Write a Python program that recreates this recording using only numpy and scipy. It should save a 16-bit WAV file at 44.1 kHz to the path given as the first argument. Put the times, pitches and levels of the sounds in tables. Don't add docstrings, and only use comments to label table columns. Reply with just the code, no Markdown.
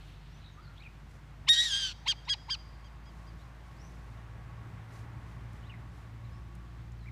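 import sys
import numpy as np
from scipy import signal
from scipy.fft import rfft, irfft
from scipy.io import wavfile
from scipy.ndimage import map_coordinates

SR = 44100
rng = np.random.default_rng(int(sys.argv[2]) if len(sys.argv) > 2 else 0)


def wrap_up_sound(samples):
    columns = np.atleast_2d(samples).T
    tamed = np.clip(columns, -1, 1)
    steps = np.round(tamed * 32767).astype(np.int16)
    wavfile.write(sys.argv[1], SR, steps)


N = 313551
T = np.arange(N) / SR

# time in seconds, rumble and tyre levels in dB before their trims.
ROAD_LEVELS = [(0, -51.5, -66), (1.8, -52.5, -64), (3.9, -51.5, -61.5), (4.5, -48.5, -60.5),
               (5.2, -47.5, -59), (7.11, -49, -66)]
# frequency in Hz, relative level in dB.
RUMBLE_SPECTRUM = [(20, -22), (38, -21), (50, -6.5), (80, 2), (130, -1), (180, -9.5), (250, -15),
                   (310, -15), (400, -22), (800, -43), (2000, -56)]
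TYRE_SPECTRUM = [(150, -5.5), (400, -4), (800, 1.5), (980, 0.5), (1110, 0.5), (1300, -2), (2000, -4),
                 (3000, -16.5), (5000, -28.5), (9000, -30.5), (15000, -47)]
AIR_SPECTRUM = [(200, -11), (1500, 4.5), (3500, -1.5), (5500, -7.5), (8000, -12.5), (11000, -20),
                (15000, -18.5)]
GRASS_SPECTRUM = [(500, 12), (3000, -1), (6000, -2.5), (9000, -8.5), (12000, -12), (15000, -19)]
FLOCK_SPECTRUM = [(1500, -23.5), (2600, -1), (3100, -1), (4400, -4), (5200, -20.5), (9000, -39.5)]
RASP_SPECTRUM = [(600, -29), (1700, -20.5), (2400, -28.5), (3400, -3), (4250, 0), (4950, -8.5), (5550, 0),
                 (6200, -12), (7250, -5.5), (8600, -23), (9700, -16), (11000, -27.5), (15000, -36.5)]
# order, relative level in dB.
ENGINE_HARMONICS = [(1, 1.5), (2, -7), (3, -12), (4, -23), (5, -28.5), (6, -25.5)]
# time in seconds, base level in dB.
ENGINE_LEVELS = [(0, -53.5), (1, -54), (2.2, -52), (3, -51), (3.85, -52.5), (4, -48), (4.7, -56),
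                 (5.5, -50.5), (6.1, -54), (6.4, -49.5)]
FLOCK_LEVELS = [(0, -63), (.25, -69.5), (.7, -73), (1.1, -93), (1.5, -100)]
# start and end in seconds, first and last pitch in Hz, level in dB.
ENGINE_DRONES = [(4, 7.4, 112.4, 115, -50.5), (-0.54, 5.8, 149, 123, -61)]
# centre and half length in seconds, level in dB.
GRASS_STEPS = [(.08, 0.1, -65), (1.134, 0.054, -63.5), (3.208, 0.13, -65.5), (3.417, 0.045, -69.5),
               (3.92, 0.31, -65.5), (4.966, 0.068, -58.5), (5.302, .06, -67.5), (5.56, 0.056, -66),
               (5.971, .07, -65)]
# start in seconds, level in dB, centre in Hz, width in octaves.
STEM_SNAPS = [(1.112, -64, 3000, 1.2), (5.533, -64, 6440, .6), (6.552, -58.5, 5460, 0.96),
              (6.92, -61, 6400, 0.23)]
# start and length in seconds, first, middle and last pitch in Hz, base level in dB,
# waver as a share of pitch.
BIRD_WHISTLES = [(.27, 0.12, 4500, 5650, 6300, -73, .008), (.41, 0.11, 4050, 3840, 3830, -61.5, .028),
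                 (.51, .06, 6900, 6400, 5800, -76, .012), (0.616, .08, 4900, 4430, 4150, -67, .028),
                 (0.564, 0.052, 1170, 1244, 1430, -58, .035), (0.608, .18, 1420, 1390, 1300, -65.5, .028),
                 (0.759, 0.054, 2840, 3530, 4450, -60.5, .06), (0.801, .033, 2040, 2430, 2540, -57, .028),
                 (0.821, .03, 4100, 3100, 2680, -59.5, 0.054), (.849, 0.031, 2675, 2444, 2320, -49, 0.034),
                 (1.945, .11, 4800, 5750, 6450, -73, 0.0067), (3.389, .05, 3606, 3920, 4220, -68.5, .015),
                 (3.765, .14, 4400, 5850, 6100, -69, .008), (4.17, .03, 3930, 3500, 3000, -70, .028),
                 (5.628, .06, 2810, 3570, 4370, -62, .04), (5.692, .042, 3100, 2680, 2280, -52, .035),
                 (5.728, .036, 2280, 2020, 1950, -59.5, .03), (6.241, .035, 3500, 3950, 3400, -70, .02),
                 (6.305, 0.084, 5000, 5220, 5430, -74.5, 0.0083),
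                 (6.986, 0.082, 4600, 4030, 3850, -71.5, .012),
                 (7.052, 0.045, 1785, 2360, 1950, -55, 0.022)]
# delay in seconds, gain in dB on top of the path response.
HOUSE_ECHOES = [(.037, -41.5), (.085, -34), (0.119, -47), (.225, -36), (0.764, -32.5)]
# frequency in Hz, gain in dB.
ECHO_RESPONSE = [(800, -10.5), (3200, -5), (3800, -12.5), (4900, 0.5), (6600, -2.5), (9000, -11.5),
                 (15000, -27)]
SCREECH_RESPONSE = [(600, -11.5), (1100, -11.5), (1600, -18.5), (1900, -11.5), (2500, -1), (3200, -3.5),
                    (3800, -1), (4800, -15.5), (5700, -17.5), (6500, -20.5), (8000, -22.5), (9400, -24.5),
                    (11300, -35.5), (15000, -40)]
BARK_RESPONSE = [(600, 14), (1050, 5), (1600, -19), (2100, 11), (3200, 1.5), (4200, 7), (4900, -4),
                 (6500, -14.5), (8100, -26), (9800, -44), (15000, -60)]
# time in seconds, pitch in Hz.
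SCREECH_CONTOUR = [(1.487, 1740), (1.499, 1878), (1.56, 1883), (1.648, 1919), (1.688, 1791), (1.728, 1584),
                   (1.785, 1620), (1.865, 1533), (1.93, 1384)]
# centre and half length in seconds, level in dB.
SCREECH_SURGES = [(1.503, 0.021, -17), (1.598, 0.021, -24), (1.662, 0.012, -31), (1.747, 0.029, -29),
                  (1.842, .026, -32.5)]
# time in seconds, pitch ratio to the first, share of rasp power.
SCREECH_SECOND_SIDE = [(1.545, 0.87, .25), (1.568, 0.83, 0.78), (1.605, .92, 0.73), (1.635, 0.99, .33),
                       (1.7, 0.89, 0.38), (1.76, 1.11, 0.28)]
# register break and length in seconds, base pitch in Hz, sag exponent, base level in dB,
# attack in dB/s, end fade in dB, rasp re tone in dB, tilt in dB/octave, beak resonance in dB,
# pitch ratio of the second side.
OWL_BARKS = [(2.080, 0.046, 1638, 3.57, -25, 605, -10.5, -12, 2.5, -5.5, 1.12),
             (2.293, 0.049, 1660, 6, -27.5, 800, -7.5, -27, 1, -0.5, 1.21),
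             (2.503, .051, 1624, 3.66, -30, 700, -13.5, -14.5, -4, 11, 1.08)]

TOP_HZ = 15300
SWOOP_S, BREAK_S = 0.027, 0.004


def undb(db):
    return 10 ** (np.asarray(db) / 20)


def unit(x):
    return x / np.sqrt(np.mean(x ** 2) + 1e-20)


def ramp(x):
    return np.clip(x, 0, 1)


def gate(t, start_s, end_s, edge_s):
    return ramp(np.minimum(t - start_s, end_s - t) / edge_s)


def curves(table, t):
    times_s, *columns = np.transpose(table)
    return [np.interp(t, times_s, column) for column in columns]


def response(points, hz):
    f, db = np.transpose(points)
    return undb(np.interp(np.log(np.maximum(hz, 1)), np.log(f), db))


def shape(x, points):
    return irfft(rfft(x) * response(points, np.fft.rfftfreq(len(x), 1 / SR)), len(x))


def noise(points, size=N):
    return unit(shape(rng.standard_normal(size), points))


def walk(rate_hz, size=N):
    f = np.fft.rfftfreq(size, 1 / SR)
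    return unit(irfft(rfft(rng.standard_normal(size)) / (1 + (f / rate_hz) ** 4), size))


def phase_of(hz):
    return 2 * np.pi * np.cumsum(hz) / SR


def road():
    rumble_db, tyre_db = curves(ROAD_LEVELS, T)
    rumble = noise(RUMBLE_SPECTRUM) * undb(rumble_db - 2.5 + walk(3.6))
    tyres = noise(TYRE_SPECTRUM) * undb(tyre_db + 2 + 0.5 * walk(7.1))
    phase = phase_of(1097 + 6 * (T - 2.4))
    whine = np.sin(phase) * walk(28) + np.cos(phase) * walk(28)
    whine *= undb(-68) * gate(T, 2.4, 6.9, edge_s=0.21)
    air = noise(AIR_SPECTRUM) * undb(-66.5 + 0.5 * walk(3.9))
    return rumble + tyres + whine + air


def engines():
    start_hz, top_hz, settle_s = 48.46, 58.45, 2.45
    hz = top_hz + (start_hz - top_hz) * np.exp(-T / settle_s)
    phase = phase_of(hz * (1 + 0.004 * walk(3.74)))
    level_db = curves(ENGINE_LEVELS, T)[0]
    load_db = 0.85 * (T - T.mean())
    out = np.zeros(N)
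    for order, order_db in ENGINE_HARMONICS:
        drift_db = 0.63 * walk(2.5) if order == 1 else load_db + 1.9 * walk(2)
        out += undb(level_db + order_db + drift_db) * np.sin(order * phase)
    for start_s, end_s, first_hz, last_hz, db in ENGINE_DRONES:
        hz = np.interp(T, [start_s, end_s], [first_hz, last_hz]) * (1 + 0.0054 * walk(2.93))
        out += undb(db + 0.76 * walk(3.2)) * gate(T, start_s, end_s, edge_s=0.21) * np.sin(phase_of(hz))
    return np.sqrt(2) * out


def grass():
    swish = sum(undb(db) * np.exp(-((T - at_s) / half_s) ** 2) for at_s, half_s, db in GRASS_STEPS)
    grains = rng.standard_normal(N) * undb(2 * rng.exponential(size=N))
    out = unit(shape(grains, GRASS_SPECTRUM)) * swish * undb(1.2 * walk(40))
    f = np.geomspace(200, 16000, 30)
    for start_s, db, centre_hz, octaves in STEM_SNAPS:
        band_db = -10 * np.log10(1 + (np.log2(f / centre_hz) / octaves) ** 4)
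        snap = noise(np.column_stack([f, band_db]), size=1024) * np.exp(-T[:1024] / 0.003)
        out[int(start_s * SR):][:len(snap)] += undb(db) * snap
    return out


def scatter(x, t60_s, wet_db):
    t = T[:int(1.5 * SR)]
    tail = noise([(500, -4.5), (3000, -5), (5000, 3), (7000, -3), (14000, -10)], len(t))
    tail *= undb(-60 * t / t60_s) * ramp(t / 0.02)
    return undb(wet_db) * signal.fftconvolve(x, tail / np.sqrt(np.sum(tail ** 2)))[:N]


def echoes(x):
    far = shape(x, ECHO_RESPONSE)
    return sum(undb(db) * np.pad(far, (int(delay_s * SR), 0))[:N] for delay_s, db in HOUSE_ECHOES)


def far_birds():
    out, tremble = np.zeros(N), walk(450)
    for start_s, length_s, first_hz, middle_hz, last_hz, db, waver in BIRD_WHISTLES:
        end_s = start_s + length_s
        on = (T > start_s) & (T < end_s)
        position = 2 * (T[on] - start_s) / length_s - 1
        hz = np.polyval(np.polyfit([-1, 0, 1], [first_hz, middle_hz, last_hz], 2), position)
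        swell = undb(db - 9.5 * position ** 2) * gate(T[on], start_s, end_s, edge_s=0.0025)
        out[on] += np.sin(phase_of(hz * (1 + waver * tremble[on]))) * swell
    out *= undb(4.3 * walk(170) + 0.6)
    flock = noise(FLOCK_SPECTRUM) * undb(curves(FLOCK_LEVELS, T)[0] + 2.5 * walk(14))
    return out + scatter(out, t60_s=0.42, wet_db=-12.5) + flock


def swoop(t, high_hz, attack_db_per_s):
    top_hz, octaves_per_s, full_at_s = 1191, 27, 0.007
    low_hz = top_hz * 2 ** (octaves_per_s * np.minimum(t, 0))
    hz = low_hz + (high_hz - low_hz) * ramp(t / BREAK_S + 0.5)
    gain = undb(attack_db_per_s * np.minimum(t - full_at_s, 0)) * ramp(2 * (1 + t / SWOOP_S))
    return hz, gain


def crack(t, decay_s=0.0048):
    return np.exp(-np.abs(t) / decay_s)


def slackness(hz):
    return ramp((1400 - hz) / 300)


def low_register(f, hz, db_per_octave=-4):
    return undb(db_per_octave * slackness(hz) * np.log2(f / hz))


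def torn_air(hz, reference_hz=1841):
    speed = np.clip(hz / reference_hz, 0.72, 1.1)
    air = map_coordinates(noise(RASP_SPECTRUM, 2 * len(hz)), [np.cumsum(speed)], order=3)
    puffs = 1 + 0.27 * np.cos(phase_of(hz))
    return unit(air * puffs * undb(1.2 * walk(150, len(hz))))


def membrane(hz, throat, rolloff_db):
    k = np.arange(1, 10)[:, None]
    flicker_db = 3.1 * np.array([walk(35, len(hz)) for _ in k]) * ramp((k - 1) / 4)
    gains = throat(k * hz) * undb(flicker_db - rolloff_db * np.maximum(k - 4, 0)) * (k * hz < TOP_HZ)
    return (gains * np.sin(k * phase_of(hz))).sum(0) / np.sqrt((gains ** 2).sum(0) / 2)


def owl_voice(hz, rasp_ratio, throat, second_ratio, second_share, second_jitter, dull_db=0):
    size = len(hz)
    roughness = rasp_ratio / np.sqrt(1 + rasp_ratio ** 2)
    hz = hz * (1 + 0.012 * roughness * walk(650, size) + 0.00065 * walk(60, size))
    rolloff_db = dull_db * roughness + 5.8 * slackness(hz)
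    clear = membrane(hz, throat, rolloff_db) * (1 + 0.25 * roughness * walk(350, size))
    second_hz = hz * second_ratio * (1 + second_jitter * walk(590, size))
    second = membrane(second_hz, throat, rolloff_db)
    rough = np.sqrt(second_share) * second + np.sqrt(1 - second_share) * torn_air(hz)
    return clear * np.sqrt(1 - roughness ** 2) + roughness * rough


def screech():
    high_at_s, hoarse_at_s, end_s, release_s = 1.487, 1.511, 1.934, 0.015
    out, on = np.zeros(N), (T > high_at_s - SWOOP_S) & (T < end_s)
    t = T[on]
    hz, attack = swoop(t - high_at_s, curves(SCREECH_CONTOUR, t)[0], attack_db_per_s=1050)
    surge = lambda at_s, half_s, db: undb(db) / np.cosh((t - at_s) / half_s)
    tone = np.sqrt(sum(surge(*row) ** 2 for row in SCREECH_SURGES))
    hoarse = undb(-34 - 11 * (t - hoarse_at_s)) * ramp((t - hoarse_at_s) / 0.03015)
    hoarse *= (tone / undb(-31)) ** 0.26
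    hoarse = np.hypot(hoarse, surge(at_s=1.583, half_s=0.011, db=-35))
    rasp = hoarse + undb(-18.5) * crack(t - high_at_s) + undb(-35) * tone
    ratio, share = curves(SCREECH_SECOND_SIDE, t)
    jitter = 0.11 * (1 - share)
    focus = lambda f: (tone / undb(-27)) ** (0.3 * ramp(1 - np.abs(f / hz - 2)))
    throat = lambda f: response(SCREECH_RESPONSE, f) * focus(f) * low_register(f, hz)
    voice = owl_voice(hz, rasp / tone, throat, ratio, share, jitter, dull_db=10.5)
    out[on] = voice * np.hypot(tone, rasp) * attack * ramp((end_s - t) / release_s)
    return out


def bark(high_at_s, length_s, pitch_hz, sag_power, db, attack_db_per_s, fade_db, rasp_db,
         tilt_db_per_octave, beak_db, second_ratio):
    tail_s, drop_s, drop_hz, drop_octaves_per_s = 0.016, 0.0061, 1050, 38
    beak_hz, beak_width_hz, release_db_per_s = 5250, 1000, 850
    out, on = np.zeros(N), (T > high_at_s - SWOOP_S) & (T < high_at_s + length_s + tail_s)
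    t = T[on] - high_at_s
    sag = ramp(t / length_s) ** sag_power
    dropped = ramp((t - length_s) / drop_s + 0.5)
    after_s = np.maximum(t - length_s, 0)
    scoop = 0.081 * np.exp(-np.abs(t) / 0.005)
    arch_hz = pitch_hz * (1 - scoop - 0.191 * sag)
    tail_hz = drop_hz * 2 ** (-drop_octaves_per_s * after_s)
    hz, attack = swoop(t, arch_hz + (tail_hz - arch_hz) * dropped, attack_db_per_s)
    swell = undb(-2 * np.exp(-np.abs(t) / 0.0098))
    release = undb(fade_db * sag - 7.5 * dropped - release_db_per_s * after_s)
    rasp = undb(rasp_db) + undb(1) * crack(t) + undb(3) * crack(t - length_s)
    beak = lambda f: undb(beak_db * np.exp(-((f - beak_hz) / beak_width_hz) ** 2))
    tilt = lambda f: undb(tilt_db_per_octave * np.log2(f / beak_hz))
    throat = lambda f: response(BARK_RESPONSE, f) * tilt(f) * beak(f) * low_register(f, hz)
    voice = owl_voice(hz, rasp, throat, second_ratio, second_share=0.55, second_jitter=0.025)
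    out[on] = voice * undb(db) * attack * swell * release * ramp((length_s + tail_s - t) / BREAK_S)
    return out


def scene():
    calls = screech() + sum(bark(*row) for row in OWL_BARKS)
    owl = calls + echoes(calls) + scatter(calls, t60_s=1.1, wet_db=-31.5)
    return (owl + far_birds() + engines() + road() + grass())[None]


def record(dry):
    return signal.sosfilt(signal.ellip(10, 0.2, 80, TOP_HZ, fs=SR, output="sos"), dry)


dry = scene()
out = record(dry)
wrap_up_sound(out)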